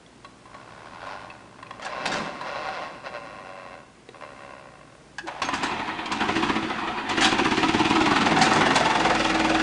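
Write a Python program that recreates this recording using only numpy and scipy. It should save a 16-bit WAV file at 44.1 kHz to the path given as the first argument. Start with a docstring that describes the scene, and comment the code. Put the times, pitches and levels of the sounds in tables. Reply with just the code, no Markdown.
"""In a yard beside a house, a golf cart rolls backwards down aluminium ramps, engine off, onto the drive.
Tooth contacts make its axle gears buzz; short decaying modes and noise make the knocks and clangs.
The pedal clicks, the starter turns and the single petrol cylinder catches, coasts, then pulls hard:
pulses, gated noise and clean tones, all tied to the firing rate, voice exhaust, bark, clatter and drone.
The cart climbs into a pickup bed and its tailpipe swings into view, over short echoes and quiet air."""
import sys
import numpy as np
from scipy import signal
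from scipy.fft import rfft, irfft, next_fast_len
from scipy.io import wavfile
from scipy.ndimage import uniform_filter1d, map_coordinates

SR = 44100
rng = np.random.default_rng(int(sys.argv[2]) if len(sys.argv) > 2 else 0)


def to_wav(s):
    """Save 16-bit WAV."""
    ch = np.atleast_2d(s).T  # columns
    pcm = np.round(np.clip(ch, -1, 1) * 32767)  # PCM
    wavfile.write(sys.argv[1], SR, pcm.astype(np.int16))


N = 424241
TIME = np.arange(N) / SR
SIZE = next_fast_len(N + SR)
HZ = np.fft.rfftfreq(SIZE, 1 / SR)

# engine speed: (time [s], firing rate [1/s])
SPEED = [(5.4, 7.28), (5.6, 10.7), (5.75, 13.03), (5.9, 9.87), (6.05, 7.27), (6.17, 10.96), (6.3, 13.77),
         (6.53, 15.82), (6.75, 11.66), (6.93, 9.81), (7.03, 8.12), (7.15, 12.77), (7.35, 14.92),
         (7.65, 17.83), (8.0, 19.36), (8.3, 19.93), (8.7, 20.55), (9.62, 19.91)]
# presses of the accelerator: (down [s], up [s], throttle [0-1])
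PEDAL = [(5.412, 5.68, 0.28), (6.115, 6.524, 0.78), (7.101, 9.7, 0.94)]
# multiples of the firing rate that the tailpipe sounds cleanly: (order)
DRONE_ORDERS = [2, 4, 6, 8, 9, 10, 11, 12, 13, 15, 16, 21, 22, 28, 30, 36, 38, 40]
# mean level of each of those orders with the tailpipe in full view: (level [dB])
DRONE_DB = [-46.5, -48, -46, -47, -48, -46, -42, -45, -46, -41.5, -32, -42.5, -47, -45, -45, -42, -42, -43]
# the muffler hum's note as the cart turns: (time [s], centre [Hz])
HUM_NOTE = [(7.2, 304.6), (7.9, 319), (8.2, 276), (8.8, 314)]
# rolling backwards: (time [s], teeth meshing [1/s], buzz level [dB])
ROLL = [(0, 38, -68), (0.42, 48, -64), (0.56, 59, -50.5), (0.75, 70, -48.5), (0.97, 80, -45),
        (1.1, 105, -39.5), (1.28, 85, -48), (1.48, 53.5, -56), (1.8, 111, -46.5), (1.86, 121, -36.5),
        (2.17, 141, -30.5), (2.38, 137, -41.5), (2.49, 137, -32.5), (2.83, 162, -34.5), (2.92, 151, -42.5),
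        (3.03, 136, -46), (3.065, 133, -31), (3.11, 126, -43), (3.15, 120, -33.5), (3.2, 118, -41.5),
        (3.45, 93, -41.5), (3.73, 90, -42), (3.9, 50.4, -60.5), (4.125, 60, -71), (4.14, 80, -42.5),
        (4.2, 76, -54), (4.225, 76, -39.5), (4.35, 66, -49), (4.41, 68.5, -42), (4.6, 68, -45.5),
        (4.76, 56, -52), (4.95, 35, -55), (5.15, 28, -70)]
# broadband clatter of ramps, chassis, pedal, starter and the engine catching:
# (time [s], level [dB], t60 [s], share of bright steel jingle [0-1])
CLANGS = [(1.818, -35, 0.23, 0), (1.848, -34, .1, 0.6), (2.055, -20.5, .15, 0.05), (2.117, -28, 0.53, .08),
          (5.183, -29.5, 0.066, 0.14), (5.271, -33.5, 0.08, 0.3), (5.418, -20.5, .15, 0),
          (5.486, -25.5, 0.046, .05), (5.535, -27.5, 0.26, 0.16), (5.631, -24.5, 0.21, 0.2),
          (6.057, -26.5, 0.073, 0), (6.118, -24, 0.12, 0.13), (7.091, -22.5, 0.12, 0.13),
          (7.177, -27.5, .04, .1), (7.207, -19.5, 0.35, 0.04), (7.217, -22, 0.31, .2),
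          (7.244, -22, .14, 0.1), (8.385, -27, 0.12, .8), (8.414, -18, 0.3, 0.16), (8.53, -26, 0.28, 0.6),
          (8.745, -26, 0.11, 0.7), (8.756, -16, .15, 0.23)]
# knocks of pedal, linkage and suspension, and thumps as the engine catches:
# (time [s], level [dB], ring [Hz], t60 [s])
KNOCKS = [(0.063, -41, 3400, 0.018), (0.246, -35, 1100, 0.092), (0.455, -44, 1017, 0.1),
          (0.542, -39.5, 1097, 0.16), (1.065, -36.5, 1050, 0.25), (1.301, -34, 2610, 0.047),
          (1.59, -38, 1060, 0.025), (1.627, -29, 1063, 0.042), (1.667, -38.5, 2500, .03),
          (1.708, -27.5, 1090, 0.043), (1.796, -31, 602, 0.04), (1.826, -30, 1350, .06),
          (1.863, -28.5, 1650, 0.067), (2.2, -29, 210, .1), (2.41, -30.5, 985, 0.14),
          (2.686, -31, 760, 0.11), (4.089, -38, 3830, 0.018), (4.089, -27, 435.4, 0.022),
          (4.209, -35, 1030, 0.045), (5.418, -21, 1100, 0.06), (5.45, -35.5, 6400, 0.14),
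          (5.487, -20, 1006, 0.07), (5.637, -25, 320, .07), (7.257, -17, 1460, 0.028)]
# modes of the pedal's latch: (frequency [Hz], level [dB], t60 [s])
LATCH_MODES = [(1053, -13, 0.083), (1668, 0.5, 0.068), (2600, -13, 0.085), (2939, -15, 0.09),
               (3483, -16, 0.053), (4400, -17, 0.064), (6492, -21, .04)]
# wheels bumping over the foot of the ramps: (time [s], level [dB], rise [s], fall [s])
BUMPS = [(2.16, -36, 0.11, 0.11), (8.7, -28.5, 0.45, 0.18)]
# the truck's echo comes ever sooner as the cart closes in: (time [s], delay [s])
ECHO_DELAY = [(5.4, .011), (7.2, .008), (9.6, .003)]
# decay of the answer from house wall and truck: (frequency [Hz], t60 [s])
YARD = [(200, 0.21), (1500, 0.93), (9000, 0.15)]
# faint distant hums: (from [s], to [s], frequency [Hz], level [dB])
DISTANT_HUMS = [(0, 9.7, 59.2, -67), (0, 9.7, 118.4, -64), (0.55, 1.75, 106, -63), (4.58, 9.7, 145, -59)]

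# broad colours of each voice, power density before scaling to unit power: (frequency [Hz], density [dB])
MUFFLER = [(30, -19.5), (45, -18), (80, -11.5), (150, -12.5), (220, -4.5), (290, -4), (350, -3.5),
           (400, -7), (480, -23.5), (900, -47.5), (3000, -77)]
# bark from under the cover, heard from the side: (frequency [Hz], density [dB])
SIDE_BARK = [(150, -15.5), (420, -8), (600, -9.5), (750, -3), (950, -2), (1500, -5.5), (2400, -9.5),
             (3200, -11), (4500, -18.5), (6000, -41)]
# bark heard from behind: (frequency [Hz], density [dB])
REAR_BARK = [(150, -60.5), (420, -5.5), (540, 3.5), (740, 2.5), (1000, -1.5), (1500, -3), (2400, -5),
             (3200, -43), (6000, -38)]
# crankcase clatter: (frequency [Hz], density [dB])
CLATTER = [(800, -43.5), (2000, -17), (2700, 6.5), (3080, -1), (3400, 2), (3900, -2.5), (5000, -7),
           (7000, -11.5), (10000, -23)]
# body panels: (frequency [Hz], density [dB])
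PANELS = [(150, -41), (430, -9.5), (540, -1.5), (1100, -5), (1700, -8), (2800, -11), (3100, -17),
          (5000, -15.5), (6500, -28.5), (10000, -49)]
# tread roar, also the base of the ringing rungs: (frequency [Hz], density [dB])
TREAD = [(250, -14), (560, -4.5), (950, 1), (1250, -8), (1450, -4.5), (2000, -13), (3300, -13.5),
         (5200, -17), (7000, -30), (10000, -37)]
# broadband clangs: (frequency [Hz], density [dB])
CLANG_COLOUR = [(100, -4.5), (450, -2.5), (800, 10.5), (1600, -0.5), (2600, 6), (4500, 2), (7000, -7),
                (10000, -20)]
# bright steel jingle: (frequency [Hz], density [dB])
JINGLE = [(1000, -34.5), (3000, -8.5), (4500, 0.5), (6500, 0), (8000, -2.5), (10000, -12)]
# tyre rumble: (frequency [Hz], density [dB])
RUMBLE = [(25, -25), (70, -16.5), (160, -0.5), (280, 1), (500, -6), (1200, -66)]
# outdoor air: (frequency [Hz], density [dB])
AIR = [(25, -26), (54, -6), (92, -9.5), (131, -4), (284, -3), (356, -5.5), (2850, -19.5), (3940, -21.5),
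       (9960, -28)]

# muffler and tailpipe resonances: (frequency [Hz], width [Hz], lift [dB])
PIPE_MODES = [(222, 30, 3), (272, 26, 3), (326, 30, 6.5)]
# engine cover resonances: (frequency [Hz], width [Hz], lift [dB])
COVER_MODES = [(743, 81, 5.9), (892, 50, 3.3), (985, 67, 5.7), (1128, 55, 2.3), (1309, 83, 4.4),
               (1835, 260, 3.2), (2190, 73, 1.6), (2480, 180, 6)]
# crankcase resonances: (frequency [Hz], width [Hz], lift [dB])
CASE_MODES = [(2840, 59, 3.8), (3406, 80, 4), (4190, 65, 4.5), (4780, 150, 6.6), (5420, 130, 3.5),
              (6020, 100, 5.7), (6800, 79, 4), (8300, 65, 5.8)]
# body panel resonances: (frequency [Hz], width [Hz], lift [dB])
PANEL_MODES = [(588, 130, 10.5), (767, 70, 12), (1065, 193, 13), (1434, 110, 10), (1570, 70, 7.3),
               (1890, 100, 9.4), (2090, 78, 9.9), (2350, 100, 4.8), (2672, 200, 11.8), (3320, 100, 10.3),
               (4030, 130, 11)]
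# ramp rung resonances: (frequency [Hz], width [Hz], lift [dB])
RUNG_MODES = [(1070, 150, 5), (1450, 130, 5)]

# engine voices: (level at full rate and throttle [dB], slope [dB per doubling of speed],
# change with the throttle shut [dB], change while far away [dB])
FULL_RATE = 20  # firings per second
EXHAUST_LAW = (-23, 8, -4.5, 0)
BARK_LAW = (-23.1, 4.5, -4, -1.5)
CLATTER_LAW = (-30.5, 7, -10, -1)
# force of a firing when coasting, and what full throttle adds
COAST_FORCE, THROTTLE_FORCE = 0.21, 0.36
THROTTLE_OPEN_S, THROTTLE_SHUT_S = 0.012, 0.099  # opening time, closing time constant
APPROACH_S = (6.8, 6.86)  # the cart draws nearer
# the tailpipe swings into view, and the muffler's boom drops as heard from behind
TURN_S, BEHIND_DB = (7.9, 9.34), -14
# muffler hum: spread, and level beside the thumps at full rate and throttle
HUM_WIDTH_HZ, HUM_DB = 34, -5.5

# a tooth rebounds once: mean delay, unevenness, size
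REBOUND_S, CONTACT_JITTER_S, REBOUND_SIZE = .0019, .0002, 0.6
SLACK_S = (2.85, 3.25)  # loaded grind turns to loose ticking
SOFT_TOOTH_HZ = 3000  # slow teeth land softly and lose treble above this
SURGE_RATE, SURGE_DB = 12, 1.3  # buzz surges as the tyre knobs land: mean per second, depth
TREAD_DB = -7.5  # tread roar beside the gears under load
RAMP_SHARE, LEAVES_RAMPS_S = .6, (1.3, 1.7)  # power share of buzz ringing the rungs, until the wheels leave
# the starter heaves the piston, its belt grabs, it lets go
HEAVE_S, GRAB_S, RELEASE_S = 5.25, 5.283, 5.41
OVERTONE_RATIO, OVERTONE_DB = 1.68, -12  # a knock's second mode
LATCH_S, LATCH_DB = 5.183, -23
# rumble rolling back at FAST_MESH teeth a second, and driving at full rate
FAST_MESH, ROLL_RUMBLE_DB, DRIVE_RUMBLE_DB = 163, -50.5, -37
ECHO_DB = -14  # truck echo beside the direct sound
TOP_HZ = 10150


def engine():
    """A four-stroke single: each firing thumps the muffler, barks under the cover and shakes the crankcase."""
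    rate, = curves(SPEED)
    turns = np.cumsum(rate) / SR
    turns -= np.interp(SPEED[0][0], TIME, turns)
    running = ramp(PEDAL[0][0], PEDAL[0][0] + THROTTLE_OPEN_S)
    load = throttle()
    rear = ramp(*TURN_S)
    force = np.abs(COAST_FORCE + THROTTLE_FORCE * load)
    exhaust_db = voice_level(EXHAUST_LAW, rate, load) + BEHIND_DB * rear ** 0.78
    # no two firings burn alike
    bark_db = voice_level(BARK_LAW, rate, load) + 0.68 * wobble(14)
    clatter_db = voice_level(CLATTER_LAW, rate, load) + 0.73 * wobble(33)
    metal = strikes(turns, count=150)
    voices = amp(exhaust_db) * exhaust(turns, rate, load, force)
    voices += amp(bark_db) * bark(turns, rate, force, rear, metal)
    voices += amp(clatter_db) * clatter(turns, rate, force, metal)
    return running * (voices + drone(turns, rear))


def voice_level(law, rate, load):
    """Speed, throttle and nearness set the level of an engine voice in dB."""
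    full, per_doubling, shut, far = law
    away = 1 - ramp(*APPROACH_S)
    return full + per_doubling * np.log2(rate / FULL_RATE) + shut * (1 - load) + far * away


def throttle():
    """The throttle snaps open with each press and eases shut after it."""
    opening = np.zeros(N)
    for down, up, depth in PEDAL:
        easing = np.exp(-np.maximum(TIME - up, 0) / THROTTLE_SHUT_S)
        opening += depth * ramp(down, down + THROTTLE_OPEN_S) * easing
    return opening


def exhaust(turns, rate, load, force):
    """The blow-down pulse, nearly as strong turbulence and a weaker intake gulp ring the muffler."""
    blowdown = pulses(turns - 0.01308 * rate, scatter_db=1.0) * np.sqrt(force)
    gulp = pulses(turns - .62, scatter_db=2.5) * (1 - 0.25 * load)
    turbulence = noise() * puffs(turns, force, start=0.14, rise=0.26, fall=0.15, base=0.51)
    gas = .74 * blowdown + .3 * gulp + .58 * turbulence
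    hum = amp(HUM_DB) * load * rate / FULL_RATE * pipe_hum(turns, rate)
    return body(gas, MUFFLER, PIPE_MODES) + hum


def pipe_hum(turns, rate):
    """The muffler's air keeps sounding between firings, on whichever orders lie near its note."""
    note = curves(HUM_NOTE)[0] * np.exp(.05 * wobble(20))
    hum = np.zeros(N)
    for order in range(10, 44):
        nearness = np.exp(-((order * rate - note) / HUM_WIDTH_HZ) ** 2)
        hum += nearness * np.sin(2 * np.pi * (order * turns + rng.random()))
    return unit(hum * np.sqrt(rate))


def bark(turns, rate, force, rear, metal):
    """Rattle and metal strikes swell with each firing and ring the cover, then the rear."""
    # rise scales with rate: the same few milliseconds at any speed
    chug = puffs(turns, force, start=.005, rise=.011 * rate, fall=.24, base=.28)
    metal_share = .25 + .25 * rear
    grit = np.sqrt(1 - metal_share) * rattle(grain_db=1.1, rate=700)
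    blast = 1.172 * (grit + np.sqrt(metal_share) * metal) * chug
    blast = shifting(blast, depth_db=2.6)
    side = np.sqrt(1 - rear) * body(blast, SIDE_BARK, COVER_MODES)
    return side + np.sqrt(rear) * body(blast, REAR_BARK, COVER_MODES)


def clatter(turns, rate, force, metal):
    """Firings shake fine rattles and metal strikes out of the crankcase."""
    shake = puffs(turns, force, start=-.01, rise=.005 * rate, fall=.38, base=.4)
    ticks = (0.97 * rattle(grain_db=2.5, rate=950) + 0.18 * metal) * shake
    return body(ticks, CLATTER, CASE_MODES)


def strikes(turns, count):
    """Valve gear and piston strike at the same crank angles in every cycle."""
    angles = (np.arange(count) + rng.random(count)) / count
    return unit(sum(rng.choice([-1, 1]) * pulses(turns + angle, scatter_db=2) for angle in angles))


def drone(turns, rear):
    """Behind the cart the pipe drones on clean orders of the firing rate."""
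    tones = np.zeros(N)
    for order, db in zip(DRONE_ORDERS, DRONE_DB):
        tones += amp(db + 0.79 * wobble(6)) * np.sin(2 * np.pi * (order * turns + rng.random()))
    return np.sqrt(2) * tones * rear ** 2


def gears():
    """Each tooth lands, rebounds and scrapes, ringing panels and ramps; under load tread roar blurs the ticks."""
    rate, level_db = curves(ROLL)
    slack = ramp(*SLACK_S)
    turns = np.cumsum(rate * np.exp((.06 - .03 * slack) * wobble(70))) / SR
    rebound_delay = REBOUND_S + CONTACT_JITTER_S * wobble(160)
    rebound = pulses(turns - rate * rebound_delay, scatter_db=2)
    contacts = unit(pulses(turns, scatter_db=1) + REBOUND_SIZE * rebound)
    scrape = noise() * puffs(turns, 1, start=0, rise=.08, fall=.24, base=.35)
    clicking = .5 + .25 * slack
    buzz = np.sqrt(clicking) * contacts + np.sqrt(1 - clicking) * scrape
    # treble grows with speed
    lowpass = signal.butter(4, SOFT_TOOTH_HZ, fs=SR, output="sos")
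    soft = signal.sosfiltfilt(lowpass, buzz)
    buzz = soft + (buzz - soft) * np.minimum(1, .15 + rate / FAST_MESH)
    knobs = np.cumsum(SURGE_RATE * np.exp(.2 * wobble(4))) / SR
    level = amp(level_db + SURGE_DB * np.sin(2 * np.pi * knobs)) * rolling()
    buzz = buzz * level
    tread = amp(TREAD_DB) * body(noise() * level * (1 - slack), TREAD)
    on_ramps = RAMP_SHARE * (1 - ramp(*LEAVES_RAMPS_S))
    rungs = body(buzz * np.sqrt(on_ramps), TREAD, RUNG_MODES)
    return body(buzz * np.sqrt(1 - on_ramps), PANELS, PANEL_MODES) + rungs + tread


def rolling():
    """1 while the cart rolls backwards, 0 once it has stopped."""
    return 1 - ramp(ROLL[-1][0], ROLL[-1][0] + 0.05)


def clangs():
    """Ramps, chassis, pedal, starter and catching engine clatter as fading noise, part of it a bright jingle."""
    clang, jingle = np.zeros((2, N + SR))
    t = np.arange(SR // 2) / SR
    for s, db, t60, bright in CLANGS:
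        fade = amp(db - 60 * t / t60) * (1 - np.exp(-t / 0.0014))
        share = np.clip(bright, 0, 1)
        clang[round(s * SR):][:len(t)] += fade * np.sqrt(1 - share)
        jingle[round(s * SR):][:len(t)] += fade * np.sqrt(share)
    chatter = shifting(rattle(grain_db=1.8, rate=300), depth_db=4)
    clang_modes = [(783, 70, 6.0), (1100, 40, 3), (1625, 390, 12), (2700, 60, 3)]
    jingle_modes = [(4700, 150, 4), (6450, 260, 4.5), (7600, 200, 3.6)]
    broad = body(clang[:N] * chatter, CLANG_COLOUR, clang_modes)
    steel = body(jingle[:N] * rattle(grain_db=4, rate=530), JINGLE, jingle_modes)
    return broad + 0.73 * steel


def starter():
    """The starter heaves the piston over; its belt grabs, then whirrs until the engine catches."""
    thump = np.sqrt(2) * np.sin(2 * np.pi * 335 * TIME + .5 * wobble(90))
    belt_colour = [(250, -16.0), (600, -2.0), (850, 6.0), (1050, -2.0), (1300, -4.5), (2800, -11.5),
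                   (9000, -37.0)]
    belt = body(rattle(grain_db=3.0, rate=500), belt_colour)
    turning = ramp(HEAVE_S, GRAB_S) * (TIME < RELEASE_S)
    whirr = amp(-38.5) * turning + amp(-33.0) * swell(GRAB_S, rise=0.0091, fall=0.016)
    heave = amp(-36.0) * swell(HEAVE_S, rise=0.013, fall=0.037)
    return heave * thump + whirr * belt


def knocks():
    """Each knock or thump rings two modes briefly, while a shorter clack rings the panels."""
    rings, clacks = np.zeros((2, N + SR))
    t = np.arange(SR // 2) / SR
    for s, db, hz, t60 in KNOCKS:
        fade = amp(db - 60 * t / t60) * (1 - np.exp(-t / .001))
        drift = .05 * np.cumsum(rng.standard_normal(len(t)))
        phase = 2 * np.pi * hz * t + drift
        ring = np.sin(phase) + amp(OVERTONE_DB) * np.sin(OVERTONE_RATIO * phase)
        rings[round(s * SR):][:len(t)] += fade * ring
        clacks[round(s * SR):][:len(t)] += fade * amp(-60 * t / t60) * rng.standard_normal(len(t))
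    clack_colour = [(200, -36), (600, 1.5), (2000, 0.0), (4000, -5.5), (9000, -20)]
    return 1.3 * rings[:N] + 1.03 * body(clacks[:N], clack_colour, PANEL_MODES)


def latch():
    """The pedal's latch snaps free and its modes ring briefly."""
    t = np.maximum(TIME - LATCH_S, 0)
    ring = np.zeros(N)
    for hz, db, t60 in LATCH_MODES:
        phase = 2 * np.pi * (hz * t + rng.random()) + wobble(400)
        ring += amp(db - 60 * t / t60) * np.sin(phase)
    return amp(LATCH_DB) * ring * (1 - np.exp(-t / 0.0014))


def tyres():
    """Knobbly tyres drum the frame, louder with speed and over the foot of the ramps."""
    mesh, _ = curves(ROLL)
    rate, = curves(SPEED)
    back = amp(ROLL_RUMBLE_DB) * mesh / FAST_MESH * rolling()
    forward = amp(DRIVE_RUMBLE_DB) * (rate / FULL_RATE) ** 2 * (TIME > RELEASE_S)
    bumps = sum(amp(db) * swell(s, rise, fall) for s, db, rise, fall in BUMPS)
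    return body(noise() * (back + forward + bumps) * amp(1.2 * wobble(20)), RUMBLE)


def truck_echo(x):
    """One moving reflection, which shifts the engine's fine resonances as the cart drives."""
    delay, = curves(ECHO_DELAY)
    echo = map_coordinates(x, [(TIME - delay) * SR], order=3)
    return (x + amp(ECHO_DB) * echo) / np.sqrt(1 + amp(ECHO_DB) ** 2)


def yard(x):
    """A short scattered answer from the house wall and the truck: noise decaying at its own pace per band."""
    hz, t, z = signal.stft(rng.standard_normal(SR // 2), SR, nperseg=256)
    decay = amp(-60 * t / along(YARD, hz)[:, None])
    tail = signal.istft(z * decay, SR, nperseg=256)[1]
    response = np.pad(tail / np.linalg.norm(tail), (SR // 100, 0))  # starts 10 ms late
    return signal.fftconvolve(x, response)[:N]


def garden():
    """Quiet outdoor air, as coloured noise, with distant hums."""
    hum = np.zeros(N)
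    for start, end, hz, db in DISTANT_HUMS:
        present = ramp(start, start + 0.08) - ramp(end, end + 0.08)
        hum += present * amp(db + wobble(2.7)) * np.sqrt(2) * np.sin(2 * np.pi * hz * TIME)
    return amp(-51.5 + 0.68 * wobble(3.0)) * body(noise(), AIR) + hum


def amp(db):
    """Decibels to gain."""
    return 10 ** (np.asarray(db) / 20)


def unit(x):
    """Scale to rms 1."""
    return x / np.sqrt(np.mean(x ** 2) + 1e-20)


def along(points, hz):
    """(Hz, value) points read on a log axis."""
    f, v = np.transpose(points)
    return np.interp(np.log(hz + 1), np.log(f + 1), v)


def curves(rows):
    """One value per sample for each column after the time."""
    s, *cols = np.transpose(rows)
    return [np.interp(TIME, s, c) for c in cols]


def ramp(start, end):
    """A smooth step from 0 to 1 between two times."""
    return .5 - .5 * np.cos(np.pi * np.clip((TIME - start) / (end - start), 0, 1))


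def swell(s, rise, fall):
    """A gain that rises to 1 at time s and dies away."""
    before, after = np.minimum(TIME - s, 0), np.maximum(TIME - s, 0)
    return np.exp(-(before / rise) ** 2 - after / fall)


def wobble(rate):
    """A smooth random curve with rate knots a second."""
    knots = rng.standard_normal(int(N * rate / SR) + 4)
    return map_coordinates(knots, [TIME * rate], order=2)


def noise():
    """White noise."""
    return rng.standard_normal(N)


def rattle(grain_db, rate):
    """Noise broken into many tiny contacts."""
    return unit(noise() * amp(grain_db * wobble(rate)))


def pulses(turns, scatter_db):
    """One impulse per whole turn, of scattered size, at unit mean power."""
    at = np.flatnonzero(np.diff(np.floor(turns)) > 0)
    train = np.zeros(N)
    # wider spacing gets a larger impulse, which evens out the power
    train[at] = np.sqrt(np.gradient(at)) * amp(scatter_db * rng.standard_normal(len(at)))
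    return unit(train)


def puffs(turns, force, start, rise, fall, base):
    """Gate that swells and dies once a cycle over a steady base; times are shares of the cycle."""
    age = (turns - start) % 1
    burst = unit((1 - np.exp(-(age / rise) ** 2)) * np.exp(-age / fall))
    return np.sqrt(((force * burst) ** 2 + base ** 2) / (force ** 2 + base ** 2))


def body(x, colour, modes=()):
    """Causal filter of unit power: a broad colour lifted at each resonance."""
    lift = sum(db / (1 + (2 * (HZ - hz) / width) ** 2) for hz, width, db in modes)
    gain = unit(amp(along(colour, HZ) + lift))
    # folding the cepstrum gives minimum phase
    cepstrum = irfft(np.log(gain + 1e-6), SIZE)
    cepstrum[1:SIZE // 2] *= 2
    cepstrum[SIZE // 2:] = 0
    return irfft(rfft(x, SIZE) * np.exp(rfft(cepstrum)), SIZE)[:N]


def shifting(x, depth_db):
    """Lift and dip narrow bands at random from moment to moment, so that no two blows ring alike."""
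    z = signal.stft(x, nperseg=512)[2]
    field = uniform_filter1d(rng.standard_normal(z.shape), size=3, axis=0)
    field = uniform_filter1d(field, size=9, axis=1)
    gain = amp(depth_db * np.clip(unit(field), -2, 2))
    return signal.istft(z * unit(gain), nperseg=512)[1][:N]


def scene():
    """The cart in the yard."""
    cart = truck_echo(engine()) + gears() + clangs() + starter() + knocks() + latch() + tyres()
    return (cart + amp(-15) * yard(cart) + garden())[None]


def record(dry):
    """Cut everything above the band limit."""
    return irfft(rfft(dry, SIZE) * (HZ < TOP_HZ), SIZE)[:, :N]


dry = scene()
out = record(dry)
to_wav(out)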